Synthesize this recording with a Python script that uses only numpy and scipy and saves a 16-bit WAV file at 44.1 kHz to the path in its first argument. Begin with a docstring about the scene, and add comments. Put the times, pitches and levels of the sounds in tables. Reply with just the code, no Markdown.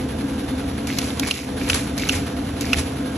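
"""Tabletop paper folding machine

Rollers turn ten times a second in a workshop: the housing drones, and once a turn the motor hum
throbs and a belt swishes. Five sheets go through: each is grabbed with a tick, crackles between the
rollers, buckles into its fold with a snap and swishes out, most with a soft thump of the frame."""
import sys
import numpy as np
from scipy import signal
from scipy.fft import rfft, irfft
from scipy.io import wavfile

SR = 44100
rng = np.random.default_rng(int(sys.argv[2]) if len(sys.argv) > 2 else 0)


def persist_wave(psi):
    """Save psi, clipped to +-1, as 16-bit WAV."""
    counts = np.round(np.clip(psi, -1, 1) * 32767).astype(np.int16)
    wavfile.write(sys.argv[1], SR, np.atleast_2d(counts).T)


N = 139797
T = np.arange(N) / SR
HZ = np.fft.rfftfreq(N, 1 / SR)


def from_db(db):
    """Decibels to gain."""
    return 10 ** (np.asarray(db) / 20)


def unit_rms(x):
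    """Scale to unit power."""
    return x / np.sqrt(np.mean(x ** 2) + 1e-20)


def over_hz(points):
    """Table interpolated on a log-frequency axis."""
    hz, value = np.transpose(points)
    return np.interp(np.log(HZ + 1), np.log(hz), value)


def colour(points):
    """Gain of a spectrum table, rolled off beyond its ends."""
    low_cut = 1 + (points[0][0] / (HZ + 1) / 1.4) ** 4
    high_cut = 1 + (HZ / points[-1][0] / 1.4) ** 4
    return from_db(over_hz(points)) / low_cut / high_cut


def resonance(hz, width_hz):
    """Gain of a resonance, halved at hz +/- width_hz."""
    return 1 / (1 + ((HZ - hz) / width_hz) ** 2)


def drift(rate_hz):
    """Low-passed random wander, unit RMS."""
    return unit_rms(irfft(rfft(rng.standard_normal(N)) / (1 + (HZ / rate_hz) ** 2), N))


def swell(at_s, rise_s, fall_s, hold_s=0):
    """Envelope: exponential rise up to at_s, hold, decay."""
    return np.exp(np.minimum(T - at_s, 0) / rise_s - np.maximum(T - at_s - hold_s, 0) / fall_s)


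# Left-right likeness: f/Hz, coherence/0-1
COHERENCE = [(130, .995), (290, .975), (480, .7), (750, .65), (1050, .3), (1500, .8), (2300, .8),
             (3200, .25), (4400, .4), (5500, .7), (8000, .7), (9200, .98), (10700, .85), (12000, .98)]


def stereo_noise(gain, grainy=False, grains_per_s=6000, spread_db=2.0):
    """Smooth or grainy shaped noise, partly coherent between channels, unit RMS."""
    white = rng.standard_normal((2, N))
    if grainy:
        white *= rng.random(N) < grains_per_s / SR
        white *= from_db(spread_db * np.minimum(rng.exponential(1, N), 4))
    alike = np.clip(over_hz(COHERENCE), 0, 1)
    mid, side = irfft(rfft(white) * gain * np.sqrt([1 + alike, 1 - alike]), N)
    return unit_rms(np.array([mid + side, mid - side]))


def room(x, t60_s=0.64):
    """Diffuse workshop tail, one per channel."""
    t = T[:SR // 2]
    tail = rng.standard_normal((2, len(t))) * from_db(-60 * t / t60_s) * (t > .004)
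    return signal.fftconvolve(x, tail / np.sqrt(np.sum(tail ** 2) / 2), axes=1)[:, :N]


# Roller speed, sagging while sheets pass: t/s, rate/(turns/s)
ROLLER_SPEED = [(0, 10.18), (.8, 10.18), (1.6, 10.0), (2.4, 10.08), (3.1, 10.14)]


def turns():
    """Roller angle in turns, whole at the start of each belt rub."""
    return np.cumsum(np.interp(T, *np.transpose(ROLLER_SPEED))) / SR - .87


def order_tone(multiple):
    """Wavering tone locked to a multiple of the roller rate."""
    level = 1 + .12 * drift(2.5)
    phase = 2 * np.pi * (multiple * turns() + rng.random()) + .3 * drift(2)
    return level * np.sqrt(2) * np.sin(phase)


# Drive tones: multiple of roller rate, level/dB
ROLLER_ORDERS = [(7, -39.5), (8, -39), (10, -45), (13, -40.5), (15, -53), (20, -41.5), (22, -38.5),
                 (25, -39), (27, -36), (28, -38.5), (28.5, -41), (29, -39.5), (31, -43), (49.8, -43)]


def motor(hum_db=-32, throb_db=2.5, lead_turns=0.25):
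    """Roller orders and a motor hum that throbs once a turn and weakens mid-run."""
    load = np.cos(2 * np.pi * (turns() + lead_turns))
    throb = unit_rms(from_db(throb_db * load))
    fade_db = -6.5 * np.exp(-((T - 1.55) / 0.9) ** 2)
    hum = from_db(hum_db + fade_db) * throb * order_tone(25.55)
    return hum + sum(from_db(db) * order_tone(multiple) for multiple, db in ROLLER_ORDERS)


# Housing resonances: f/Hz, half-width/Hz, level/dB
HOUSING_MODES = [(200, 12, -44), (218.2, 9.6, -44), (262.4, 7.5, -37), (271, 19.6, -35), (354, 9.1, -46.5),
                 (430.6, 26, -44), (443, 23, -45.5), (505, 30, -44.5), (684.7, 12.4, -44.5)]
# Gear whine: f/Hz, level/dB
GEAR_WHINE = [(839, -56.5), (1615, -54), (3580, -56), (4070, -69), (5620, -60)]
# Rumble spectrum: f/Hz, relative level/dB
RUMBLE_SPECTRUM = [(36, -33), (50, -6.5), (80, -9), (145, -7), (200, -11), (320, -14.5), (600, -18),
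                   (1000, -30.5)]


def housing(rumble_db=-32):
    """Shaken by the drive, the housing rings and rumbles; the gears whine faintly."""
    modes = sum(from_db(db) * stereo_noise(resonance(hz, width)) for hz, width, db in HOUSING_MODES)
    whine = sum(from_db(db) * stereo_noise(resonance(hz, width_hz=7.6)) for hz, db in GEAR_WHINE)
    return modes + whine + from_db(rumble_db) * stereo_noise(colour(RUMBLE_SPECTRUM))


# Belt rub spectrum: f/Hz, relative level/dB
BELT_SPECTRUM = [(500, 14.5), (1400, 12), (4200, 6.5), (8000, -6), (10700, 11.5), (11500, 2), (12500, -18),
                 (13500, -44)]


def belt(level_db=-36, rise_turns=0.019, length_turns=0.47):
    """The belt rubs once a turn with a grainy swish."""
    phase = turns() % 1
    rub = (1 - np.exp(-phase / rise_turns)) * np.exp(-(phase / length_turns) ** 4)
    return from_db(level_db + drift(2.1)) * rub * stereo_noise(colour(BELT_SPECTRUM), grainy=True)


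# Running noise spectrum: f/Hz, relative level/dB
WHIR_SPECTRUM = [(400, -35), (730, 3.5), (1100, -1.5), (1550, -1.5), (1900, -5.5), (3300, -6.5),
                 (4500, -10), (8500, -17), (10700, -7), (12200, -25), (13500, -58)]


def rollers(level_db=-38):
    """Even whir of the running rollers."""
    return from_db(level_db + drift(28)) * stereo_noise(colour(WHIR_SPECTRUM))


# Frame thumps: t/s, level/dB
FRAME_THUMPS = [(1.0, -51), (1.735, -27), (2.18, -25.5), (2.80, -25)]


def thumps():
    """The frame booms softly as a folded sheet squeezes through."""
    push = sum(from_db(db) * swell(s, rise_s=0.079, fall_s=0.046) for s, db in FRAME_THUMPS)
    return push * stereo_noise(resonance(hz=84.6, width_hz=17))


def pops(per_s=150, spread_db=3, width_hz=330):
    """Sparse creases give way, each ringing briefly at one of eight pitches; unit RMS."""
    pitches_hz = np.geomspace(1900, 7000, 8)
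    shape = (len(pitches_hz), N)
    hits = rng.random(shape) < per_s / len(pitches_hz) / SR
    kicks = hits * from_db(spread_db * rng.uniform(-2, 2, shape))
    spectrum = sum(rfft(k) * resonance(hz, width_hz) / np.sqrt(hz) for k, hz in zip(kicks, pitches_hz))
    return unit_rms(irfft(spectrum, N))


# Sheets between the rollers: grab t/s, fold t/s, level/dB
SHEET_FEEDS = [(0.871, 0.978, -34.5), (1.223, 1.318, -34), (1.597, 1.74, -36.5), (1.982, 2.102, -33.5),
               (2.608, 2.747, -36)]
# Paper crackle spectrum: f/Hz, relative level/dB
CRACKLE_SPECTRUM = [(400, 7), (1000, -14.5), (1700, -14), (2250, 4.5), (3200, -5.5), (5000, -1.5),
                    (8000, -10.5), (10700, -7), (12000, -9), (14000, -53)]


def crackle(waver_db=1.2, pop_db=-5.5):
    """Each sheet rustles and pops between the rollers until just after its fold."""
    feed = sum(from_db(db) * swell(grab, rise_s=.003, fall_s=.06, hold_s=fold - grab + .06)
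               for grab, fold, db in SHEET_FEEDS)
    rustle = from_db(waver_db * drift(75)) * stereo_noise(colour(CRACKLE_SPECTRUM), grainy=True)
    return feed * (rustle + from_db(pop_db) * pops())


def scrape(relative_db=-11):
    """A grabbed sheet sticks and slips on the feed roller."""
    grip = sum(from_db(db + relative_db) * swell(grab, rise_s=.003, fall_s=.03, hold_s=.05)
               for grab, _, db in SHEET_FEEDS)
    return grip * stereo_noise(resonance(hz=2230, width_hz=230), grainy=True)


# Exit slides: t/s, level/dB, decay/s
EXIT_SLIDES = [(1.017, -32, 0.14), (1.275, -24, 0.019), (1.344, -39, 0.12), (1.689, -26, 0.077),
               (1.747, -21.5, 0.029), (2.124, -24.5, 0.024), (2.151, -30, 0.034), (2.77, -25.5, 0.024),
               (2.785, -24, 0.018)]
# Sliding paper spectrum: f/Hz, relative level/dB
SLIDE_SPECTRUM = [(400, 13), (1000, 12.5), (2200, 12.5), (6000, 10.5), (9500, 9), (10900, 19), (12000, -13),
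                  (13500, -70)]


def slides(rise_s=0.0036, waver_db=0.5):
    """Folded sheets slide out with a grainy swish."""
    envelope = sum(from_db(db) * swell(s, rise_s, decay_s) for s, db, decay_s in EXIT_SLIDES)
    return envelope * from_db(waver_db * drift(90)) * stereo_noise(colour(SLIDE_SPECTRUM), grainy=True)


# Edge clicks: t/s, level/dB
EDGE_CLICKS = [(0.8714, -22), (0.9859, -13.5), (1.196, -13.5), (1.744, -16), (1.9785, -22), (1.984, -23),
               (2.0888, -17), (2.61, -19.5), (2.6202, -29)]
# Click spectrum: f/Hz, relative level/dB
CLICK_SPECTRUM = [(300, -7), (1700, 4), (3500, 4.5), (5700, 10), (9500, -1.5), (11000, 8.5), (12500, -5),
                  (15500, -31)]


def clicks(rise_s=0.00016, fall_s=0.0032, hold_s=0.0003):
    """The sheet's edge clicks crisply against rollers and guides."""
    envelope = sum(from_db(db) * swell(s, rise_s, fall_s, hold_s) for s, db in EDGE_CLICKS)
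    return envelope * stereo_noise(colour(CLICK_SPECTRUM))


# Crease ticks: t/s, level/dB, f/Hz
CREASE_TICKS = [(0.9026, -19.5, 2230), (1.0168, -25, 4340), (1.1045, -23, 3300), (1.2331, -17.5, 2040),
                (1.3411, -26, 3220), (1.614, -22.5, 2120), (1.6811, -23, 3030), (1.7316, -13.5, 3000),
                (2.0216, -19, 3760), (2.035, -19, 2370), (2.1322, -19, 2670), (2.655, -26.5, 4900),
                (2.7438, -18, 2360)]


def ticks(rise_s=0.00014, fall_s=0.0018, hold_s=0.00024):
    """Creases tick between the rollers: duller bursts of band noise."""
    return sum(from_db(db) * swell(s, rise_s, fall_s, hold_s) * stereo_noise(resonance(hz, 0.26 * hz))
               for s, db, hz in CREASE_TICKS)


# Fold plate knocks: t/s, level/dB
PLATE_KNOCKS = [(0.9861, -19), (1.7451, -23)]


def knocks(hz=190, decay_s=0.0021):
    """A sheet knocks on the fold plate: one heavily damped low mode."""
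    out = 0
    for s, db in PLATE_KNOCKS:
        age = np.maximum(T - s, 0)
        out -= 2 * from_db(db) * np.sin(2 * np.pi * hz * age) * np.exp(-age / decay_s)
    return out


# Buckling sheets: t/s, crack level/dB, main mode f/Hz, main mode level/dB, lower mode level/dB
BUCKLES = [(0.9875, -25, 2750, -24, -38), (1.3098, -14.5, 2660, -10, -40), (1.6987, -10.5, 2400, -4.5, -16),
           (2.0931, -14.5, 2570, -5.5, -16.5), (2.7312, -13, 2470, -2.5, -13)]
# Crack spectrum: f/Hz, relative level/dB
CRACK_SPECTRUM = [(400, -24), (1000, -10), (1800, -15), (2700, 6), (4200, -13), (4900, -5), (5700, -8),
                  (9000, -24), (10800, -3.5), (12000, -58), (15000, -55)]


def folds(crack_s=.0072, ring_s=.0012, glide_s=.0012, lower_hz=1460, upper_hz=4120, upper_db=-15.5):
    """Each buckling sheet cracks and rings briefly, its main mode falling as it slackens."""
    crack, ring = 0, 0
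    flutter_rad = .3 * drift(240)
    for s, crack_db, main_hz, main_db, lower_db in BUCKLES:
        age = np.maximum(T - s, 0)
        crack += from_db(crack_db) * (age > 0) * np.exp(-(age / crack_s) ** 2)
        lead_s = .3 * glide_s * (1 - np.exp(-age / glide_s))  # starts 30% sharp
        main = from_db(main_db) * np.sin(2 * np.pi * main_hz * (age + lead_s) + flutter_rad)
        lower = from_db(lower_db) * np.sin(2 * np.pi * lower_hz * age + flutter_rad)
        upper = from_db(upper_db) * np.sin(2 * np.pi * upper_hz * age + flutter_rad)
        ring += 2 * age / ring_s * np.exp(-age / ring_s) * (main + lower + upper)
    return crack * stereo_noise(colour(CRACK_SPECTRUM)) + ring


def scene(dip_db=-7, room_db=-17):
    """The running machine, whose level dips briefly, and the sheets with a little room."""
    sheets = crackle() + scrape() + slides() + clicks() + ticks() + knocks() + folds()
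    machine = motor() + housing() + belt() + rollers()
    dip = from_db(dip_db * np.exp(-((T - 1.383) / 0.097) ** 4))
    return dip * machine + thumps() + sheets + from_db(room_db) * room(sheets)


# Left minus right: f/Hz, level/dB
MIC_BALANCE = [(130, 0), (280, 1), (500, -2), (900, -5), (1500, -3), (2000, -1.5), (2700, -3.3), (4300, -3),
               (5800, 0)]
# Right microphone lag: f/Hz, phase/rad
MIC_LAG = [(0, 0), (300, 0), (650, -1.1), (1400, .4), (2800, 0), (4200, 1), (5000, 4), (6000, 6.2),
           (9250, 9.42), (11000, 11.2), (11700, 12.5), (22050, 12.5)]


def record(dry, cutoff_hz=15500):
    """Two microphone ports differ in level and phase; peaks are rounded and the top is cut."""
    tilt = from_db(over_hz(MIC_BALANCE) / 2)
    lag = np.exp(-1j * np.interp(HZ, *np.transpose(MIC_LAG)))
    heard = irfft(rfft(dry) * np.array([tilt, lag / tilt]), N)
    lowpass = signal.cheby2(12, 60, cutoff_hz, fs=SR, output="sos")
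    return signal.sosfilt(lowpass, np.tanh(heard))


dry = scene()
out = record(dry)
persist_wave(out)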